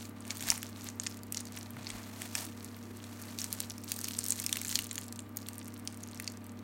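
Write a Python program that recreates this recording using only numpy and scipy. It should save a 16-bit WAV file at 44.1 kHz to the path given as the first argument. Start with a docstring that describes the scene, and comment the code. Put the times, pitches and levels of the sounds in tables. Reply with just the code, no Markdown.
"""In a kitchen, a hand presses a big flaky pastry and tears it bit by bit, close to the microphone.
Flakes of crust snap as short cascades of kicks that make a broad resonance ring and a dull layer knock.
Sliding skin is shaped noise, the fine crackle is many tiny pings, and the loaf bumps in soft uneven tones.
Behind it an appliance hums: steady tones with slightly wavering pitch over the soft noise of its fan."""
import sys
import numpy as np
from scipy import signal
from scipy.fft import rfft, irfft, next_fast_len
from scipy.io import wavfile
from scipy.ndimage import map_coordinates

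SR = 44100
rng = np.random.default_rng(int(sys.argv[2]) if len(sys.argv) > 2 else 0)


def digitize_waveform(pressure):
    """Quantize a signal to 16-bit integers and store it at the path in sys.argv[1].

    Rows of a 2-D input are taken as channels; values are limited to [-1, 1].
    """
    field = np.atleast_2d(pressure).T
    bounded = np.clip(field, -1, 1)
    quanta = np.round(bounded * 32767).astype(np.int16)
    wavfile.write(sys.argv[1], SR, quanta)


N = 292383  # length in samples

# How the sound shifts back and forth between sliding hiss and tearing crackle, ending in crackle.
# Each row: time in seconds, share of the friction that is breaking crumbs (0 to 1).
TEARING = [(0, 0.4), (.45, 0.66), (.85, 0.47), (1.45, 0.94), (2.2, 0.11), (2.45, 0.56), (3.2, 0.3),
           (3.9, 0.72), (4.7, .8), (5.4, 0.9), (6.5, 1)]


def amp(db):
    """Turn decibels into a gain."""
    return 10 ** (np.asarray(db) / 20)


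def unit(x):
    """Scale a sound to an rms (average strength) of 1."""
    return x / np.sqrt(np.mean(x ** 2) + 1e-20)


def along(points, hz):
    """Read a curve of (Hz, value) points, spaced by the logarithm of frequency."""
    point_hz, values = np.transpose(points)
    return np.interp(np.log(hz + 1), np.log(point_hz), values)


def wobble(rate):
    """Draw a smooth random curve with this many random points a second."""
    points = rng.standard_normal(int(N * rate / SR) + 4)
    return map_coordinates(points, [np.arange(N) * rate / SR])


def filtered(x, response):
    """Multiply each frequency of a sound by a gain that depends on it."""
    padded = next_fast_len(N + SR // 2)
    hz = np.fft.rfftfreq(padded, 1 / SR)
    return irfft(rfft(x, padded) * response(hz), padded)[:N]


def coloured(x, spectrum):
    """Shape a sound with (Hz, dB) points and bring it to rms 1."""
    return unit(filtered(x, lambda hz: amp(along(spectrum, hz))))


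def causal(gain):
    """Build the response with this gain that starts at once and then dies away."""
    cepstrum = irfft(np.log(np.maximum(gain, 1e-6)))
    half = len(cepstrum) // 2
    # fold the half before time zero onto the half after it
    cepstrum[1:half] *= 2
    cepstrum[half + 1:] = 0
    return np.exp(rfft(cepstrum))


def add(track, s, sound):
    """Mix a sound into a track from time s in seconds."""
    start = max(round(s * SR), 0)
    part = track[start:start + len(sound)]
    part += sound[:len(part)]


def snaps(flakes, side_share, ring_db=-8, ring_s=0.0014, knock_s=0.0019, cascade_s=0.0027,
          sharp=0.31, modes_db=3.0, mode_spacing_hz=750, size=1024, count=5):
    """A flake breaks in one kick, with side cracks close by; the hollow layer under it knocks duller."""
    out = np.zeros(N)
    t, hz = np.arange(size) / SR, np.fft.rfftfreq(size, 1 / SR)
    lead, knock_octaves = .0006, .42  # seconds before the kick; width of the knock
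    kick = unit(1. * (np.arange(size) == round(lead * SR)))
    to_4_ms = np.sqrt(.004 * SR / size)  # levels count as rms over 4 ms
    share = np.clip(side_share, 0, 1)

    def shiver(life):
        """A short burst of noise from the kick on, dying away over life seconds."""
        return unit(rng.standard_normal(size) * (t >= lead) * np.exp(-t / life))

    def ring(force, pitch, width):
        """A broad resonance, rippled by the piece's own modes."""
        distance = np.log2((hz + 1) / pitch) / max(width, .15)
        modes = map_coordinates(rng.standard_normal(size), [hz / mode_spacing_hz])
        gain = (1 + sharp * distance ** 2 / 2) ** -2 * amp(modes_db * modes)
        return unit(irfft(rfft(force) * causal(gain)))

    for s, crack_db, pitch, width, knock_db, knock_hz in flakes:
        delays = cascade_s * rng.random(count) ** 2  # squaring crowds them early
        places = np.round(delays * SR).astype(int)
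        sides = np.bincount(places, rng.standard_normal(count), size)[:size]
        force = np.sqrt(1 - share) * kick + np.sqrt(share) * unit(sides)
        force = force + amp(ring_db) * shiver(ring_s)
        crack = amp(crack_db) * ring(force, pitch, width)
        knock = amp(knock_db) * ring(force + shiver(knock_s), knock_hz, knock_octaves)
        add(out, s - lead, to_4_ms * (crack + knock))
    return out


def small_flakes(friction, count=130, level_db=-45, follow=0.41, scatter_db=2.5, crowding=0.75,
                 pitch_hz=8200, pitch_octaves=0.37, width=0.45, knock_db=-13, knock_hz=2300):
    """Rows for the lesser flakes: the harder the hand tears, the more and the louder they break."""
    t = np.arange(N) / SR
    tear = np.interp(t, *np.transpose(TEARING))
    strain = np.cumsum(friction ** crowding * tear ** 2)
    # even steps of strain, each a little shifted, give the break times
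    steps = (np.arange(count) + rng.random(count)) / count
    times = np.interp(steps, strain / strain[-1], t)
    strength, tone, hollow = rng.standard_normal((count, 3)).T
    force_db = 20 * np.log10(np.interp(times, t, unit(friction)))
    levels = level_db + follow * force_db + scatter_db * strength
    pitches = pitch_hz * 2 ** (pitch_octaves * tone)
    knock_pitches = knock_hz * 2 ** (pitch_octaves * hollow)
    return [(s, db, pitch, width, db + knock_db, knock_pitch)
            for s, db, pitch, knock_pitch in zip(times, levels, pitches, knock_pitches)]


def effort():
    """Friction and dull rub: each push swells and lets go, on top of a light steady grip."""
    # Pushes of the fingers on the crust.
    # Each row: peak time in seconds, friction in dB, dull rub in dB, rise in seconds, fall in seconds.
    pushes = [(.055, -50, -67.5, .25, .05), (.304, -49, -50.5, .09, .08), (.505, -39, -47.5, .18, .13),
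              (.65, -52, -60, .06, .12), (.79, -53, -55, .1, .15), (.875, -48, -58, .15, .09),
              (1.04, -51, -61, .06, .24), (1.363, -48, -57, .04, .13), (1.575, -51, -58, .15, .17),
              (1.98, -53, -52.5, .55, .4), (2.23, -49, -51.5, .25, .3), (2.38, -40, -47.5, .08, .15),
              (2.63, -57, -62.5, .15, .45), (3.25, -55, -59.5, 1.1, .6), (3.411, -49, -71, .1, .2),
              (3.6, -49, -57.5, .4, .2), (3.914, -43, -60, .09, .14), (4.04, -46, -69.5, .05, .3),
              (4.309, -45, -70, .6, .4), (4.55, -46, -63, .3, .35), (4.745, -42, -69, .25, .2),
              (4.977, -50, -66, .07, .22), (5.49, -56, -72, .3, .9), (6.23, -56, -61, .55, .35)]
    grip_db, grip_rub_db = -72, -65.5  # the hand just holding the loaf
    push_fade_db = 20  # how far a push fades over its rise or fall time
    t = np.arange(N) / SR
    friction_power, drag_power = amp(grip_db) ** 2, amp(grip_rub_db) ** 2
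    for s, db, rub_db, rise, fall in pushes:
        fade_db = push_fade_db * np.maximum((s - t) / rise, (t - s) / fall)
        friction_power = friction_power + amp(db - fade_db) ** 2
        drag_power = drag_power + amp(rub_db - fade_db) ** 2
    return np.sqrt(friction_power), np.sqrt(drag_power)


def handling(friction, drag, hiss_db=0.5, crackle_db=-1.0, stick_db=3.0):
    """Skin slides with a hiss and a dull rub; as the crust gives way the hiss turns into crackle."""
    # Colour of the hiss on the crust. Each row: frequency in Hz, relative level in dB per Hz.
    crust_colour = [(900, -33), (1800, 0), (3000, -1), (4300, -0.5), (6500, 2), (9000, 0), (12000, 0),
                    (16000, -3.5)]
    # Colour of the dull rub. Each row: frequency in Hz, relative level in dB per Hz.
    rub_colour = [(250, -28), (450, -8), (720, 0), (1200, -3), (2000, -4.5), (3000, -7.5), (5000, -13.5),
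                  (9000, -46)]
    t = np.arange(N) / SR
    tear = np.clip(np.interp(t, *np.transpose(TEARING)), 0, .95)  # some hiss always stays
    grip = amp(stick_db * wobble(140))  # the skin sticks and slips
    hiss = amp(hiss_db) * coloured(grip * rng.standard_normal(N), crust_colour)
    rub = coloured(grip * rng.standard_normal(N), rub_colour)
    # sparse crumbs stand out more
    crackle = amp(crackle_db) * crumbs(friction) / unit(friction) ** (1 / 3)
    return friction * (np.sqrt(1 - tear) * hiss + np.sqrt(tear) * crackle) + drag * rub


def crumbs(friction, per_s=520, spread=0.48, cycles=0.78, size=160):
    """Tiny fractures, each a short ping at its own pitch, crowd as the force grows; rms 1."""
    pitch_hz, range_db = 6200, 24  # middle pitch; spread from weakest to strongest
    chance = per_s / SR * unit(friction) ** .5
    starts = np.flatnonzero(rng.random(N) < chance)
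    luck, tone, life = rng.random((len(starts), 3)).T[:, :, None]
    hz = np.clip(pitch_hz * (tone / (1 - tone)) ** (spread / 2), 1800, 15000)
    t = np.arange(size) / SR
    age = t * hz / (cycles * (.5 + life))
    # low pings last longer, so they start softer
    strength = amp(range_db * luck ** 3) * np.sqrt(hz / pitch_hz)
    envelope = np.exp(-age) * (1 - np.exp(-4 * age))
    pings = strength * envelope * np.sin(2 * np.pi * hz * t)
    places = starts[:, None] + np.arange(size)
    return unit(np.bincount(places.ravel(), pings.ravel(), N)[:N])


def bumps(unsteady=1.17):
    """The loaf shifts: uneven low tones, a few cycles near 50 Hz to a longer murmur near 350 Hz."""
    # Soft bumps of the loaf, each swelling and fading.
    # Each row: middle time in seconds, peak level in dB, pitch in Hz, length in seconds.
    loaf_shifts = [(.44, -51.5, 135.5, .08), (.505, -51.5, 50, .09), (1.78, -48, 128, 0.18),
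                   (1.95, -51.5, 45, 0.117), (2.473, -51, 321, 0.089), (2.911, -52.5, 350.7, 0.31)]
    out = np.zeros(N)
    for s, db, hz, length in loaf_shifts:
        t = np.arange(int(length * SR)) / SR
        phase = 2 * np.pi * hz * t + unsteady * wobble(hz / 4)[:len(t)]
        swell = np.sin(np.pi * t / length) ** 2
        add(out, s - length / 2, amp(db) * swell * np.sin(phase))
    return out


def kitchen(x, table_db=-17, table_s=0.0045, room_db=-17):
    """Sound bounces back once from the table, then as a faint room tail."""
    t60 = .3  # seconds for the tail to fall by 60 dB
    t = np.arange(SR // 3) / SR
    tail = rng.standard_normal(len(t)) * amp(-60 * t / t60) * (1 - np.exp(-t / 0.00081))
    answer = amp(room_db) * tail / np.linalg.norm(tail)
    answer[round(table_s * SR)] += amp(table_db)
    return x + signal.fftconvolve(x, answer)[:N]


def appliance(air_db=-54, tones_db=-2.0, drift=0.54):
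    """Mains and motor tones over the fan's air; the pitch of higher tones wavers more, up to 400 Hz."""
    # Mains and motor tones. Each row: frequency in Hz, rms level in dB before tones_db is added.
    hum_tones = [(100, -50), (131, -72), (200, -56.5), (236.6, -50), (263.5, -62), (272.7, -60),
                 (300, -59.5), (400, -73), (473.2, -64.5), (609.7, -66.5), (946.3, -72.5), (1182.9, -67)]
    # Colour of fan and room. Each row: frequency in Hz, relative level in dB per Hz.
    air_colour = [(20, -33), (30, -28), (48, -7), (110, -5), (165, -3), (230, 4.5), (330, 1), (480, -8.5),
                  (1150, -10.5), (2200, -16.5), (4500, -35), (9000, -32), (15500, -28.5)]
    t = np.arange(N) / SR
    out = amp(air_db) * coloured(rng.standard_normal(N), air_colour)
    for hz, db in hum_tones:
        unrest = min(hz / 400, 1)
        phase = 2 * np.pi * (hz * t + rng.random()) + drift * unrest * wobble(4)
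        out += np.sqrt(2) * amp(tones_db + db) * np.sin(phase)  # root 2 turns rms into peak
    return out


def scene():
    """The pastry in front with its echoes, the bumps and the appliance added without any."""
    # The big flakes that break.
    # Each row: time in seconds, crack level in dB over 4 ms, crack pitch in Hz,
    # band width in octaves (narrower than .15 counts as .15), knock level in dB over 4 ms, knock pitch in Hz.
    big_flakes = [(.206, -48.5, 8800, .2, -61.5, 1300), (.306, -35, 5500, 0.076, -33.5, 3090),
                  (.371, -39.5, 7500, .8, -49, 2400), (.408, -39, 7700, 0.35, -43.5, 2300),
                  (.425, -38, 7100, .6, -40, 2480), (.487, -32, 8000, 0.45, -34, 2070),
                  (.494, -47, 8100, .4, -51, 2680), (.5028, -19, 5830, 0.35, -35, 2500),
                  (.515, -30, 7900, 0.4, -51, 2500), (.520, -42, 7100, .9, -33, 1320),
                  (.578, -39, 9400, 0.21, -47, 1600), (.630, -36, 7400, 0.93, -38, 2430),
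                  (.888, -38.5, 6500, 0.18, -46.5, 1690), (.999, -31, 7300, 0.18, -44, 1920),
                  (1.065, -36.5, 6000, 0.2, -37.5, 1930), (1.0695, -31.5, 6280, 0.116, -38, 2850),
                  (1.234, -44.5, 7400, 0.87, -69.5, 1600), (1.3237, -31.5, 9500, 0.46, -46, 2500),
                  (1.346, -37.5, 5960, 0.16, -43, 2620), (1.372, -31.5, 5950, 0.26, -47.5, 2200),
                  (1.407, -40, 6700, 0.4, -53, 2100), (1.5745, -42.5, 6250, 0.15, -47.5, 2600),
                  (1.768, -57.5, 6500, .5, -43, 1060), (1.869, -36, 4350, 0.18, -42.5, 1880),
                  (1.903, -39.5, 6000, 0.264, -38.5, 3220), (2.219, -36.5, 8000, .5, -39.5, 2200),
                  (2.3526, -28, 6000, 0.35, -32, 2480), (2.646, -41.5, 9000, 0.27, -62.5, 1800),
                  (3.041, -48.5, 6940, 0.27, -48, 2600), (3.224, -45.5, 9300, 0.5, -55, 1700),
                  (3.388, -34, 5640, 0.61, -50, 3000), (3.397, -39, 5360, 0.29, -58, 2300),
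                  (3.417, -33.5, 5650, 0.3, -48, 2400), (3.443, -32.5, 6000, 0.46, -44, 2400),
                  (3.528, -29, 8700, 0.51, -65, 2800), (3.604, -28.5, 8000, 0.85, -50.5, 1700),
                  (3.6995, -39, 6860, 0.4, -53, 2300), (3.706, -40, 5500, .15, -42.5, 3000),
                  (3.919, -27, 7140, 0.63, -46, 2300), (3.964, -39, 7600, .6, -58, 2100),
                  (3.990, -37, 7800, 0.52, -47, 1800), (4.014, -36.5, 8200, .7, -53, 1800),
                  (4.0434, -32, 6100, 0.41, -41.5, 2200), (4.0846, -33, 7300, 0.6, -47, 2700),
                  (4.186, -39, 7800, 0.53, -49, 2000), (4.1896, -27, 7660, 0.29, -49, 2000),
                  (4.241, -33.5, 8200, 0.4, -59, 2200), (4.2636, -34, 7800, .55, -54, 3200),
                  (4.2844, -31.5, 8600, 0.286, -59, 2600), (4.3057, -24, 8300, 0.2, -56, 2700),
                  (4.322, -27, 6800, .37, -42, 2500), (4.400, -32.5, 8200, 0.27, -45, 2700),
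                  (4.441, -35.5, 9700, 0.49, -43, 3000), (4.4643, -26.5, 7200, .4, -38, 2520),
                  (4.493, -43, 6500, 0.57, -38.5, 3400), (4.528, -26.5, 7600, 0.29, -28.5, 3060),
                  (4.557, -41, 7100, .3, -39, 2400), (4.570, -33, 9100, 0.72, -35, 2640),
                  (4.616, -34, 7800, 0.56, -41.5, 2300), (4.649, -35.5, 7500, .35, -41.5, 2000),
                  (4.682, -36, 8100, 0.17, -57, 2100), (4.693, -34.5, 8700, 0.5, -42, 2700),
                  (4.7134, -34, 5800, .2, -43, 2400), (4.727, -41, 7500, .4, -40, 2210),
                  (4.756, -24, 6060, 0.41, -29.5, 3500), (4.790, -30, 7160, 0.75, -31, 3180),
                  (4.912, -35.5, 7300, 0.136, -39, 3130), (4.956, -36.5, 7400, 0.57, -44.5, 3230),
                  (4.980, -35, 6730, 0.18, -37.5, 2840), (5.1254, -40, 7240, 0.62, -53, 1800),
                  (5.192, -40.5, 7460, 0.21, -45, 2730), (5.371, -31.5, 9400, 0.474, -55, 2000),
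                  (5.4867, -34.5, 9000, 1, -48, 2090), (5.582, -41, 10600, 0.32, -54, 2000),
                  (5.682, -44.5, 9000, 0.65, -52, 2100), (5.875, -32.5, 5760, 0.35, -39.5, 3400),
                  (6.0364, -41, 6740, 0.19, -53, 3000), (6.1996, -37, 8000, 0.97, -39, 2270),
                  (6.277, -33, 4880, 0.32, -41, 3240)]
    friction, drag = effort()
    low = bumps() + appliance()
    flakes = snaps(big_flakes, side_share=0.21) + snaps(small_flakes(friction), side_share=0.34)
    return (kitchen(flakes + handling(friction, drag)) + low)[None]


def record(dry):
    """The microphone colours the treble; nothing is kept above the band limit."""
    # Colour of the microphone. Each row: frequency in Hz, gain in dB.
    treble_colour = [(3500, 0), (4400, 2), (5000, -1), (5500, 1), (9600, 1), (10400, -3), (11600, 0),
                     (15500, 0)]
    top_hz = 15950

    def response(hz):
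        """Gain of the microphone at each frequency."""
        return amp(along(treble_colour, hz)) * (hz < top_hz)

    return np.array([filtered(x, response) for x in dry])


dry = scene()
out = record(dry)
digitize_waveform(out)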